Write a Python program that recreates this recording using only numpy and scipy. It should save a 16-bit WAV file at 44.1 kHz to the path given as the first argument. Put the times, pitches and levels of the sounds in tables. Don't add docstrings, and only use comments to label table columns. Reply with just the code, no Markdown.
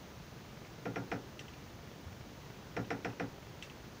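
import sys
import numpy as np
from scipy import signal
from scipy.fft import rfft, irfft, next_fast_len
from scipy.io import wavfile

SR = 44100
rng = np.random.default_rng(int(sys.argv[2]) if len(sys.argv) > 2 else 0)


def output_pcm(signal):
    pcm = np.clip(np.atleast_2d(signal).T, -1, 1) * 32767
    wavfile.write(sys.argv[1], SR, np.round(pcm).astype(np.int16))


N = 176400
BEND_REF_HZ = 2122.6


def amp(db):
    return 10 ** (np.asarray(db) / 20)


def along(points, hz):
    frequencies, values = np.transpose(points)
    return np.interp(np.log(hz + 1), np.log(frequencies + 1), values)


def filtered(x, response):
    size = next_fast_len(len(x) + SR // 2)
    hz = np.fft.rfftfreq(size, 1 / SR)
    return irfft(rfft(x, size) * response(hz), size)[:len(x)]


def noise(spectrum, size):
    coloured = filtered(rng.standard_normal(size), lambda hz: amp(along(spectrum, hz)))
    return coloured / np.sqrt(np.mean(coloured ** 2) + 1e-20)


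def add(track, start_s, sound):
    part = track[max(round(start_s * SR), 0):][:len(sound)]
    part += sound[:len(part)]


def swell(t, rise_s, t60):
    attack = np.sin(np.pi / 2 * np.minimum(t / rise_s, 1)) ** 2
    return attack * amp(-60 * np.maximum(t - rise_s, 0) / t60)


def tone(t, hz, rise_s, t60):
    return swell(t, rise_s, t60) * np.sin(2 * np.pi * hz * t)


def tilted(x, db_per_octave, pivot_hz):
    return filtered(x, lambda hz: amp(db_per_octave * np.log2(np.maximum(hz / pivot_hz, 1 / 4))))


def background():
    # (frequency [Hz], relative level [dB])
    floor = [(15, -20), (28, -21), (45, -6.5), (75, -2.5), (140, -1), (250, -6.5), (400, -10), (700, -14),
             (1260, -17.5), (3000, -23), (5200, -26), (6400, -26), (7200, -32.5), (7900, -39), (13500, -41)]
    top_hiss = [(13900, -30), (14300, -4), (14750, 3), (15700, 2)]
    return amp(-51.5) * noise(floor, N) + amp(-66) * noise([(13000, -90)] + top_hiss, N)


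def recorder_ticking():
    # (frequency [Hz], gain [dB])
    colour = [(25, -8), (110, 0), (350, -5), (1000, -14), (3000, -22), (8000, -55)]
    rate_hz, gap_s, spread_db = 23.853, 0.0037, 3
    times = np.arange(0.0331, N / SR, 1 / rate_hz)
    heights = amp(-19 + spread_db * rng.standard_normal((len(times), 2)))
    pulses = np.zeros(N)
    for start_s, (down, up) in zip(times, heights):
        add(pulses, start_s - gap_s, np.array([-down]))
        add(pulses, start_s, np.array([up]))
    return 2 * filtered(pulses, lambda hz: amp(along(colour, hz)))


def clicks():
    # (time [s], level [dB], brightness [dB/octave], pitch [ratio])
    taps = [(.649, -13.5, -1, 0.83), (1.3930, -2.5, -0.5, 1.02), (1.4822, -9.5, -3, 0.99),
            (1.5365, -13, -3, 0.91), (2.847, -14, -3, 0.99), (3.102, -15, -3, .95),
            (3.6250, -0.5, 0, 1.004), (3.6988, -9, -3, 0.98)]
    # (frequency [Hz], level [dB], t60 [s])
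    modes = [(2010, -47, 0.027), (2680, -42.5, 0.073), (2960, -34, 0.013), (3105, -51, 0.039),
             (3560, -53.5, 0.1), (5750, -54, 0.089), (7440, -54, .012)]
    # (frequency [Hz], relative level [dB])
    scatter_colour = [(900, -13), (1900, 1), (3000, 0.5), (4500, -7), (6000, -4.5), (9000, -17.5),
                      (11000, -28), (13000, -23), (15500, -35)]
    out, t = np.zeros(N), np.arange(SR // 4) / SR
    for start_s, db, brightness, pitch in taps:
        ring = sum(amp(level) * tone(t, pitch * hz, rise_s=0.00038, t60=t60) for hz, level, t60 in modes)
        scatter = amp(-49.5) * noise(scatter_colour, len(t)) * swell(t, rise_s=0.002, t60=0.17)
        add(out, start_s, amp(db) * tilted(ring + scatter, brightness, pivot_hz=2770))
    return out


def bending_wave(t):
    # (frequency [Hz], relative level [dB])
    colour = [(60, -10), (200, 2), (450, 0.5), (780, -1.5), (1050, -4), (1400, 0.5), (1900, -4), (2500, -3),
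              (3000, -12), (4500, -28.5), (10000, -49)]
    arrival_s, travel_s = 0.0042, 0.0125
    sweep_top_hz = 2666
    hz = np.fft.rfftfreq(len(t), 1 / SR)
    slowness = np.sqrt(BEND_REF_HZ / np.clip(hz, 20, sweep_top_hz))
    delay_s = arrival_s + travel_s * (slowness - 1)
    phase = -2 * np.pi * np.cumsum(delay_s) * hz[1]
    front = irfft(amp(along(colour, hz)) * np.exp(1j * phase), len(t))
    return amp(-12) * front / np.linalg.norm(front)


def wash(t):
    # (frequency [Hz], relative level [dB])
    colour = [(60, -20), (150, -2.5), (330, 3), (520, 6), (630, -10.5), (770, 3.5), (1080, -8), (1400, 1),
              (1750, -0.5), (2500, -6), (3100, -15.5), (4700, -22), (5500, -13), (6300, -27.5), (8000, -34),
              (14000, -68)]
    # (frequency [Hz], t60 [s])
    decay_times = [(150, 0.51), (700, 0.31), (2000, 0.14), (6000, 0.17)]
    hz, times, bands = signal.stft(noise(colour, len(t)), SR, nperseg=256)
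    rise_s = 0.0047 * np.sqrt(BEND_REF_HZ / (hz[:, None] + 100))
    t60 = along(decay_times, hz)[:, None]
    envelope = np.minimum(times / rise_s, 1) * amp(-60 * times / t60)
    return amp(-35.5) * signal.istft(bands * envelope, SR)[1][:len(t)]


def wall_mode(t, hz, peak_s, t60):
    rise_s = min(7.2 / hz, peak_s)
    since_onset = np.maximum(t - peak_s + rise_s, 0)
    return swell(since_onset, rise_s, t60) * np.sin(2 * np.pi * hz * t)


def knocks():
    # (time [s], level [dB], brightness [dB/octave], level of the tinny ring [dB])
    blows = [(0.853, -2, -1.7, -47.5), (0.957, -1, -0.7, -45), (1.114, -0.5, 0.1, -59),
             (2.764, 0, -0.56, -46), (2.9026, 0, 0.5, -50), (3.0451, -1.25, 0.46, -56),
             (3.196, -0.5, -0.57, -55)]
    # (frequency [Hz], level [dB], time from blow to peak [s], t60 [s])
    modes = [(118.2, -41.5, 0.059, 0.14), (176, -46.5, 0.02, 0.4), (219.8, -44.5, 0.028, 0.22),
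             (277.2, -38.5, 0.04, 0.17), (336, -51, .014, 0.14), (385.2, -41, 0.0052, 0.17),
             (430.5, -39, 0.0052, 0.07), (497.3, -41, 0.009, 0.16), (590, -51, 0.016, 0.28),
             (700, -40.5, 0.013, 0.12), (779, -43.5, .016, 0.043), (918.5, -51, 0.014, 0.29),
             (1311, -48, 0.024, 0.082), (1441.5, -43.5, 0.0117, .08), (1633, -49, 0.014, 0.16),
             (1775, -53, 0.0053, 0.18), (1977, -52, 0.0043, 0.23), (2418, -51.5, 0.0052, 0.13)]
    spread_db, fresh_share = 1, 0.25
    out, t = np.zeros(N), np.arange(SR // 2) / SR
    thud = amp(-38.5) * tone(t, hz=358, rise_s=0.0068, t60=0.031)
    front, common_wash = bending_wave(t), wash(t)
    for start_s, db, brightness, ring_db in blows:
        boom = sum(amp(level + spread_db * rng.standard_normal()) * wall_mode(t, hz, peak_s, t60)
                   for hz, level, peak_s, t60 in modes)
        tail = np.sqrt(1 - fresh_share) * common_wash + np.sqrt(fresh_share) * wash(t)
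        blow = amp(db) * tilted(thud + front + boom + tail, brightness, pivot_hz=493)
        ring = amp(ring_db) * tone(t, hz=1408, rise_s=0.019, t60=0.14)
        add(out, start_s, blow + ring)
    return out


def bumps():
    # (time [s], level [dB])
    events = [(2.048, -41.5), (2.202, -50.5)]
    out, t = np.zeros(N), np.arange(SR // 2) / SR
    for start_s, db in events:
        add(out, start_s, amp(db) * tone(t, hz=85.4, rise_s=0.025, t60=0.11))
    return out


def scene():
    return (knocks() + clicks() + bumps() + recorder_ticking() + background())[None]


def record(dry):
    return np.array([filtered(channel, lambda hz: hz < 15620) for channel in dry])


dry = scene()
out = record(dry)
output_pcm(out)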